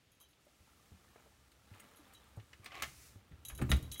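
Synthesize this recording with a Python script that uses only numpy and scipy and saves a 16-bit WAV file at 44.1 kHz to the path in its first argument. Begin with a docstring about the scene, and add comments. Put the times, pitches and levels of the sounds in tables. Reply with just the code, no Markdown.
"""Sleigh bells tinkle on a strap as a small dog noses it, on a door in a carpeted room.
Loose pellets strike the metal shells and make them ring. The strap scrapes and slides, then
swings back: the bells jingle, clack on the panel and make the door boom.
Soft footfalls, small ticks of claws and rustling fur lie over a quiet room."""
import sys
import numpy as np
from scipy import signal
from scipy.fft import rfft, irfft
from scipy.io import wavfile

SR = 44100
rng = np.random.default_rng(int(sys.argv[2]) if len(sys.argv) > 2 else 0)


def persist_wave(psi):
    """Save psi, clipped to +-1, as 16-bit WAV."""
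    counts = np.round(np.clip(psi, -1, 1) * 32767).astype(np.int16)
    wavfile.write(sys.argv[1], SR, np.atleast_2d(counts).T)


N = 176400

# pellets hitting the bells: start_s, level_db, treble_db_per_octave, bell_name
PELLET_HITS = [(.118, -62.5, -1.5, "A"), (.149, -74, 1, "A"), (0.202, -54, -7, "A"), (0.209, -58.5, 0, "A"),
               (.227, -58, -10, "A"), (0.287, -70, 2, "A"), (.309, -66, -2, "A"), (1.96, -69.5, 8, "B"),
               (1.97, -61, 3.5, "B"), (2.147, -48.5, -12, "B"), (3.451, -40.5, 0.5, "B"),
               (3.484, -48, 8, "B"), (3.488, -54.5, 1, "B"), (3.55, -49, 2, "B"), (3.577, -45.5, -0.5, "B"),
               (3.696, -44, -1, "B"), (3.701, -44, 5, "B"), (3.733, -40.5, -6, "B"),
               (3.827, -46, -5.5, "B"), (3.854, -60, -5, "B"), (3.917, -47.5, 2, "C"),
               (3.921, -40.5, 2.5, "C"), (3.944, -39, -13, "C"), (3.958, -58, -5, "C"),
               (3.978, -53.5, 4.5, "B")]
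# the tones of each named bell: pitch_hz, level_db
BELL_TONES = {"A": [(3050, -10), (3210, -8.5), (3920, -7), (6270, -3), (6660, -4), (9400, -2),
              (9880, -10.5), (10100, 2), (11200, -2), (12500, -6), (13000, 2.5), (13400, -3)],
              "B": [(3914, -0.5), (6595, -7.5), (6860, -8), (8958, -6), (9943, -16.5), (10070, -3),
              (11110, 2), (11560, -1), (12500, -6), (13230, -13.5)], "C": [(3300, -9.5), (3440, -13),
              (3935, -4), (5895, -6), (6350, -10), (7768, -19), (9625, -21), (10060, 3), (12210, -12),
              (12670, -15), (13230, -9), (15640, -12)]}
# the hiss of shells rubbing: pitch_hz, level_db
SHELL_HISS = [(1000, -21), (3000, 11.5), (5000, -11), (6600, 13), (7800, 4), (12000, 12), (14200, -13),
              (15500, -19)]
def sleigh_bells():
    """A pellet hits and rattles, ringing its bell and, more softly, the others; the shells rub too."""
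    rubbing, out = np.zeros((2, N))
    start_s, db, treble, struck = map(np.array, zip(*PELLET_HITS))
    starts = (start_s * SR).astype(int)
    for when, strength in zip(start_s, from_db(db + treble - 10.5)):
        add(rubbing, when, strength * fade(.072, SR // 2))
    for name, tones in BELL_TONES.items():
        strengths = from_db(db - 8.5 * (struck != name))
        contacts = bounces(start_s, strengths * from_db(-11), per_s=1000, fade_s=.13)
        contacts[starts] = strengths
        out += metal_click(contacts, gain_db=8)
        hits = np.flatnonzero(contacts)
        hardness = treble[np.searchsorted(starts, hits, "right") - 1]  # set by the latest strike
        # the slit in the shell gives each tone a slightly lower twin, so the pair wavers
        twins = [(hz * .986, tone_db - 3) for hz, tone_db in tones]
        for hz, tone_db in tones + twins:
            drive = contacts.copy()
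            drive[hits] *= random_signs(from_db(hardness * np.log2(hz / 4000)))
            fade_s = .14 * (4000 / hz) ** .6  # high tones die sooner
            out += from_db(tone_db - 14) * ring(drive, hz, fade_s)
    return out + rubbing * coloured(noise(), SHELL_HISS)


# shells and rings touching: start_s, level_db
METAL_TOUCHES = [(.451, -68), (1.517, -62.5), (1.797, -54.5), (1.801, -50.5), (2.135, -52.5), (2.366, -58),
                 (2.533, -69), (2.645, -50), (2.658, -48), (3.614, -48.5), (3.62, -46), (3.766, -44),
                 (3.787, -67), (3.916, -53)]
# their tones, cut short by the strap: pitch_hz, level_db
CLINK_TONES = [(6850, -5.5), (8000, -8), (8550, -2), (9600, -6.5), (11200, -8.5), (12700, -9), (14500, -5),
               (15500, -13)]
def clinks():
    """Metal chatters on metal; fainter touches come at random as the strap rustles."""
    start_s, db = np.transpose(METAL_TOUCHES)
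    touches = bounces(start_s, from_db(db - 4), per_s=1400, fade_s=.046)
    touches[(start_s * SR).astype(int)] = from_db(db)
    touches += random_moments(per_s=31) * from_db(-.5) * level(RUSTLE_LEVELS) * noise()
    out = metal_click(touches, gain_db=6.5)
    for hz, tone_db in CLINK_TONES:
        out += from_db(tone_db - 6) * ring(random_signs(touches), hz, fade_s=.018)
    return out


# bells and fittings knocking on the door: start_s, level_db, brightness_hz, fade_s
KNOCKS = [(2.532, -54.5, 5000, 0.051), (2.644, -55, 4960, 0.072), (2.660, -44.5, 4070, 0.07),
          (2.719, -50, 2700, 0.096), (2.753, -45.5, 4000, 0.025), (2.8223, -33.5, 12000, 0.06),
          (2.833, -37.5, 3840, 0.082), (3.499, -50, 2780, 0.095), (3.588, -49.5, 1570, 0.099),
          (3.615, -39.5, 1330, 0.1), (3.692, -44, 1300, 0.074), (3.7166, -20.5, 9000, 0.0056),
          (3.721, -31.5, 4360, 0.055), (3.998, -34.5, 7000, 0.13)]
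# the clatter of a knock: pitch_hz, level_db
CLATTER_COLOUR = [(200, -1), (450, -14), (680, -3), (950, -5), (1250, 1.5), (2200, 1.5), (3500, -1.5),
                  (5000, -2.5), (7500, -4), (9000, -7.5), (12000, -8), (16000, 7)]
# tones left ringing in the panel and fittings: pitch_hz, level_db
KNOCK_TONES = [(598, -3), (754, -4), (1100, -2), (1409, -3), (1669, -4), (1847, 0), (2027, 0), (2582, -1),
               (3020, -3), (3783, 0), (9004, -7)]
def clacks():
    """Each knock makes a short clatter and leaves a few tones ringing; softer contacts are duller."""
    out, clicks = np.zeros((2, N))
    for start_s, db, brightness_hz, fade_s in KNOCKS:
        clatter = coloured(noise(SR // 2), CLATTER_COLOUR)
        clatter = rms_one(butter(clatter, brightness_hz, "low"))
        add(out, start_s, from_db(db) * clatter * fade(fade_s, SR // 2))
        click = from_db(db) * signal.unit_impulse(SR // 10)
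        add(clicks, start_s, butter(click, brightness_hz, "low"))
    for k, (hz, db) in enumerate(KNOCK_TONES):
        out += (-1) ** k * from_db(db - 16.5) * ring(clicks, hz, fade_s=.061)
    return out


# metal cracking against the door: start_s, level_db
HARD_HITS = [(2.82, -43), (3.7171, -14.5)]
# the tones of a crack: pitch_hz, level_db, fade_s
CRACK_TONES = [(2890, -10, 0.014), (3754, -6, 0.012), (9000, -14, 0.013), (12000, -26, 0.0035)]
def cracks():
    """The hardest knocks start with a sharp click whose tones die almost at once."""
    clicks = np.zeros(N)
    for start_s, db in HARD_HITS:
        add(clicks, start_s, from_db([db]))
    return sum(from_db(db) * ring(clicks, hz, fade_s) for hz, db, fade_s in CRACK_TONES)


# blows on the door panel: start_s, level_db, contact_s
DOOR_BLOWS = [(3.522, -31, 0.023), (3.601, -31.5, 0.0048), (3.614, -25, 0.0021), (3.622, -25, 0.005),
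              (3.693, -27, 0.003), (3.7214, -21, 0.0052), (3.823, -39, 0.0046)]
# the door's own tones: pitch_hz, level_db, fade_s
DOOR_TONES = [(65, 1.5, 0.22), (76.5, -7.5, 0.39), (127, -4.5, 0.23), (172, -5, 0.07), (200.7, -6.5, 0.2),
              (258.4, -9, 0.2), (298.7, -8.5, 0.22), (363, -12.5, 0.19), (470, -13, 0.044),
              (579, -20, 0.23)]
def door_boom():
    """Rounded pushes set the panel booming; short ones also wake its higher tones."""
    push, t = np.zeros(N), np.arange(SR // 10) / SR
    for start_s, db, contact_s in DOOR_BLOWS:
        pulse = t * np.exp(-2 * np.pi * t / contact_s)
        add(push, start_s, from_db(db) * pulse / pulse.sum())
    return sum((-1) ** k * from_db(db) * ring(push, hz, fade_s)
               for k, (hz, db, fade_s) in enumerate(DOOR_TONES))


# how loud the scrape is: time_s, level_db
SCRAPE_LEVELS = [(2.62, -71), (2.66, -60), (2.70, -65.5), (2.76, -50.5), (2.81, -52), (2.86, -63),
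                 (2.92, -97), (3.0, -85)]
# its mix of low and high: pitch_hz, level_db
SCRAPE_COLOUR = [(180, -37), (300, 0), (555, -4), (749, 4), (930, -15), (1100, 9), (1350, -8.5),
                 (2280, 3.5), (4440, -14.5), (8360, -21), (16000, -26)]
def strap_scrape():
    """The strap catches and slips on the door."""
    return friction(SCRAPE_LEVELS, SCRAPE_COLOUR)


# how loud the slide is: time_s, level_db
SLIDE_LEVELS = [(.4, -79), (.7, -74.5), (1.25, -75.5), (1.45, -78), (2.80, -76.5), (2.84, -56),
                (2.93, -62.5), (3.07, -61), (3.14, -70), (3.21, -80)]
# its mix of low and high: pitch_hz, level_db
SLIDE_COLOUR = [(290, -41), (520, -23), (933, -17), (2190, -7), (3110, -12), (5500, -6), (9360, -8),
                (16000, -14)]
def strap_slide():
    """The sliding strap makes a smooth hiss."""
    return level(SLIDE_LEVELS) * coloured(noise(), SLIDE_COLOUR)


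# light taps of claws and strap: start_s, level_db, pitch_hz, fade_s
TAPS = [(.207, -65, 850, 0.084), (.67, -64.5, 870, .06), (.331, -62, 3040, 0.032), (.465, -59, 510, 0.046),
        (1.045, -55.5, 1090, 0.017), (1.158, -47, 640, 0.032), (1.159, -56, 1410, 0.031),
        (1.197, -52, 1010, 0.024), (1.258, -52, 580, 0.046), (1.517, -56, 3070, 0.023),
        (1.736, -57, 2400, 0.064), (1.797, -56.5, 2130, 0.06), (2.37, -50.5, 685, 0.056),
        (2.397, -56, 2420, 0.044), (2.53, -49.5, 2170, 0.043), (3.319, -57.5, 1560, 0.032),
        (3.523, -53, 1060, .05), (3.597, -40, 454, 0.075), (3.722, -33.5, 650, 0.052),
        (3.915, -35, 5100, 0.017), (3.956, -55, 2260, 0.08)]
def ticks():
    """Each tap is a tiny burst of noise around its own pitch."""
    out, t = np.zeros(N), np.arange(SR // 4) / SR
    rise = np.minimum(t / .0027, 1)
    for start_s, db, hz, fade_s in TAPS:
        tap = rms_one(butter(noise(len(t)), [hz / 2 ** .45, hz * 2 ** .45], "band"))
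        add(out, start_s, from_db(db) * tap * rise * fade(fade_s, len(t)))
    return out


# steps on the carpet: start_s, level_db, pitch_hz
FOOTFALLS = [(0.602, -55.5, 82.5), (0.918, -46, 84.5), (0.941, -56.5, 190), (1.714, -46, 98.4),
             (1.992, -56, 298), (2.373, -38, 107), (2.374, -56, 237), (2.597, -50, 100), (2.829, -46.5, 65),
             (2.875, -51, 130), (3.157, -45.5, 100), (3.312, -48, 140), (3.329, -42.5, 76.4)]
def footfalls():
    """Each step briefly shakes the floor and makes a dull puff in the carpet."""
    out, t = np.zeros(N), np.arange(SR // 2) / SR
    rise = np.minimum(t / .0026, 1)
    for start_s, db, hz in FOOTFALLS:
        puff = rms_one(butter(noise(len(t)), [hz / 2, hz * 3], "band"))
        thud = np.sin(2 * np.pi * hz * t) + from_db(-15) * puff
        add(out, start_s, from_db(db) * thud * rise * fade(.14, len(t)))
    return out


# how loud the rustle is: time_s, level_db
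RUSTLE_LEVELS = [(0, -91), (.5, -79.5), (.7, -75), (1.0, -73.5), (1.2, -70.5), (1.38, -76), (1.6, -76.5),
                 (1.76, -64.5), (2.0, -67), (2.2, -68), (2.45, -74.5), (3.3, -73.5), (3.52, -73),
                 (4, -67.5)]
# its mix of low and high: pitch_hz, level_db
RUSTLE_COLOUR = [(120, -43), (200, 7.5), (289, 0.5), (558, -2.5), (1230, 0), (3370, -10.5), (3900, -9.5),
                 (4770, -17), (11500, -18), (16000, -19.5)]
def fur_rustle():
    """Fur and strap rub softly."""
    return friction(RUSTLE_LEVELS, RUSTLE_COLOUR)


# how loud the rumble is: time_s, level_db
RUMBLE_LEVELS = [(0, -78.5), (.5, -77), (.8, -71), (1.55, -72), (2.0, -70.5), (2.5, -69), (2.9, -63),
                 (3.25, -69), (3.5, -58.5), (3.75, -39.5), (4, -60)]
# its mix of low and high: pitch_hz, level_db
RUMBLE_COLOUR = [(25, -10), (45, -4.5), (68, 7), (98, -4.5), (122, -1), (200, -14.5), (300, -13.5),
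                 (600, -27), (1500, -43.5)]
def handling_rumble():
    """Handling makes a deep noise that swells and sinks."""
    return level(RUMBLE_LEVELS) * coloured(noise(), RUMBLE_COLOUR)


# the room's air: pitch_hz, level_db
AIR_COLOUR = [(40, -1), (100, 0), (400, -5.5), (1000, -11.5), (3000, -10.5), (4800, -15.5),
              (7000, -18.5), (16000, -27.5)]
def room_air():
    """The quiet room has a faint, steady hush."""
    return from_db(-72.5) * coloured(noise(), AIR_COLOUR)


def room_echo(x):
    """The room answers with a short, slightly dull echo."""
    tail = butter(noise(SR), 7000, "low", order=1) * fade(.27, SR)
    tail *= np.arange(SR) > .0011 * SR  # the echo arrives a moment late
    return from_db(-13.5) * signal.fftconvolve(x, tail / np.sqrt(np.sum(tail ** 2)))[:N]


def friction(curve, colour, pitches=24):
    """Rubbing is many tiny, uneven slips, plus rarer pitched scratches where fibres catch."""
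    sizes = noise() * from_db(1.2 * np.minimum(rng.exponential(1, N), 4))
    slips = random_moments(per_s=2500) * sizes
    catches = random_moments(per_s=260) * sizes
    pitch_choice = rng.integers(0, pitches, N)
    scratches = sum(hz * ring(catches * (pitch_choice == k), hz, fade_s=47 / hz)
                    for k, hz in enumerate(np.geomspace(400, 9000, pitches)))
    return level(curve) * (coloured(slips, colour) + from_db(-7) * coloured(scratches, colour))


def bounces(times, strengths, per_s, fade_s):
    """Random, ever weaker contacts follow each blow."""
    vigour = np.zeros(N)
    for start_s, strength in zip(times, strengths):
        add(vigour, start_s, strength * fade(fade_s, SR // 2))
    return vigour * random_moments(per_s)


def metal_click(contacts, gain_db):
    """The bare, bright click of metal on metal."""
    return from_db(gain_db) * butter(random_signs(contacts), 5000, "high")


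def ring(drive, hz, fade_s):
    """Each click in the drive starts one fading tone."""
    decay = np.exp(-np.log(1000) / (fade_s * SR))
    angle = 2 * np.pi * hz / SR
    return signal.lfilter([0, np.sin(angle)], [1, -2 * decay * np.cos(angle), decay ** 2], drive + 1e-18)


def fade(fade_s, size):
    """Die away by 60 dB in fade_s seconds."""
    return np.exp(-np.log(1000) * np.arange(size) / SR / fade_s)


def level(rows):
    """Gain along a (time_s, level_db) curve, silent outside it."""
    time_s, db = np.transpose(rows)
    return from_db(np.interp(np.arange(N) / SR, time_s, db, left=-200, right=-200))


def coloured(x, colour):
    """Give a noise its mix of low and high, at an average level of 1."""
    hz, db = np.transpose(colour)
    f = np.maximum(np.fft.rfftfreq(len(x), 1 / SR), 1)
    gain = from_db(np.interp(np.log(f), np.log(hz), db)) * np.minimum(f / hz[0], 1) ** 2
    return rms_one(irfft(rfft(x) * gain, len(x)))


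def butter(x, hz, kind, order=2):
    """Keep the lows, the highs or a band."""
    return signal.sosfilt(signal.butter(order, hz, kind, fs=SR, output="sos"), x)


def add(out, start_s, sound):
    """Mix a sound in at a time."""
    i = min(int(start_s * SR), N - 1)
    out[i:i + len(sound)] += sound[:N - i]


def from_db(db):
    """Decibels to gain."""
    return 10 ** (np.asarray(db) / 20)


def rms_one(x):
    """Scale to an average (rms) level of 1."""
    return x / np.sqrt(np.mean(x ** 2) + 1e-20)


def noise(size=N):
    """White noise."""
    return rng.standard_normal(size)


def random_moments(per_s):
    """Pick about per_s moments each second."""
    return rng.random(N) < per_s / SR


def random_signs(x):
    """Make each contact a push or a pull by chance."""
    return x * rng.choice([-1, 1], len(x))


def scene():
    """Bells, knocks and rubbing echo in the room, over the thuds and the quiet air."""
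    near = sleigh_bells() + clinks() + clacks() + cracks() + ticks() + fur_rustle() + strap_scrape()
    background = strap_slide() + handling_rumble() + room_air()
    return (near + room_echo(near) + door_boom() + footfalls() + background)[None]


def record(dry):
    """The microphone loses the deepest bass; the highest treble is cut steeply."""
    treble_cut = signal.ellip(10, .2, 70, 15800, fs=SR, output="sos")
    return signal.sosfilt(treble_cut, butter(dry, 39, "high"))


dry = scene()
out = record(dry)
persist_wave(out)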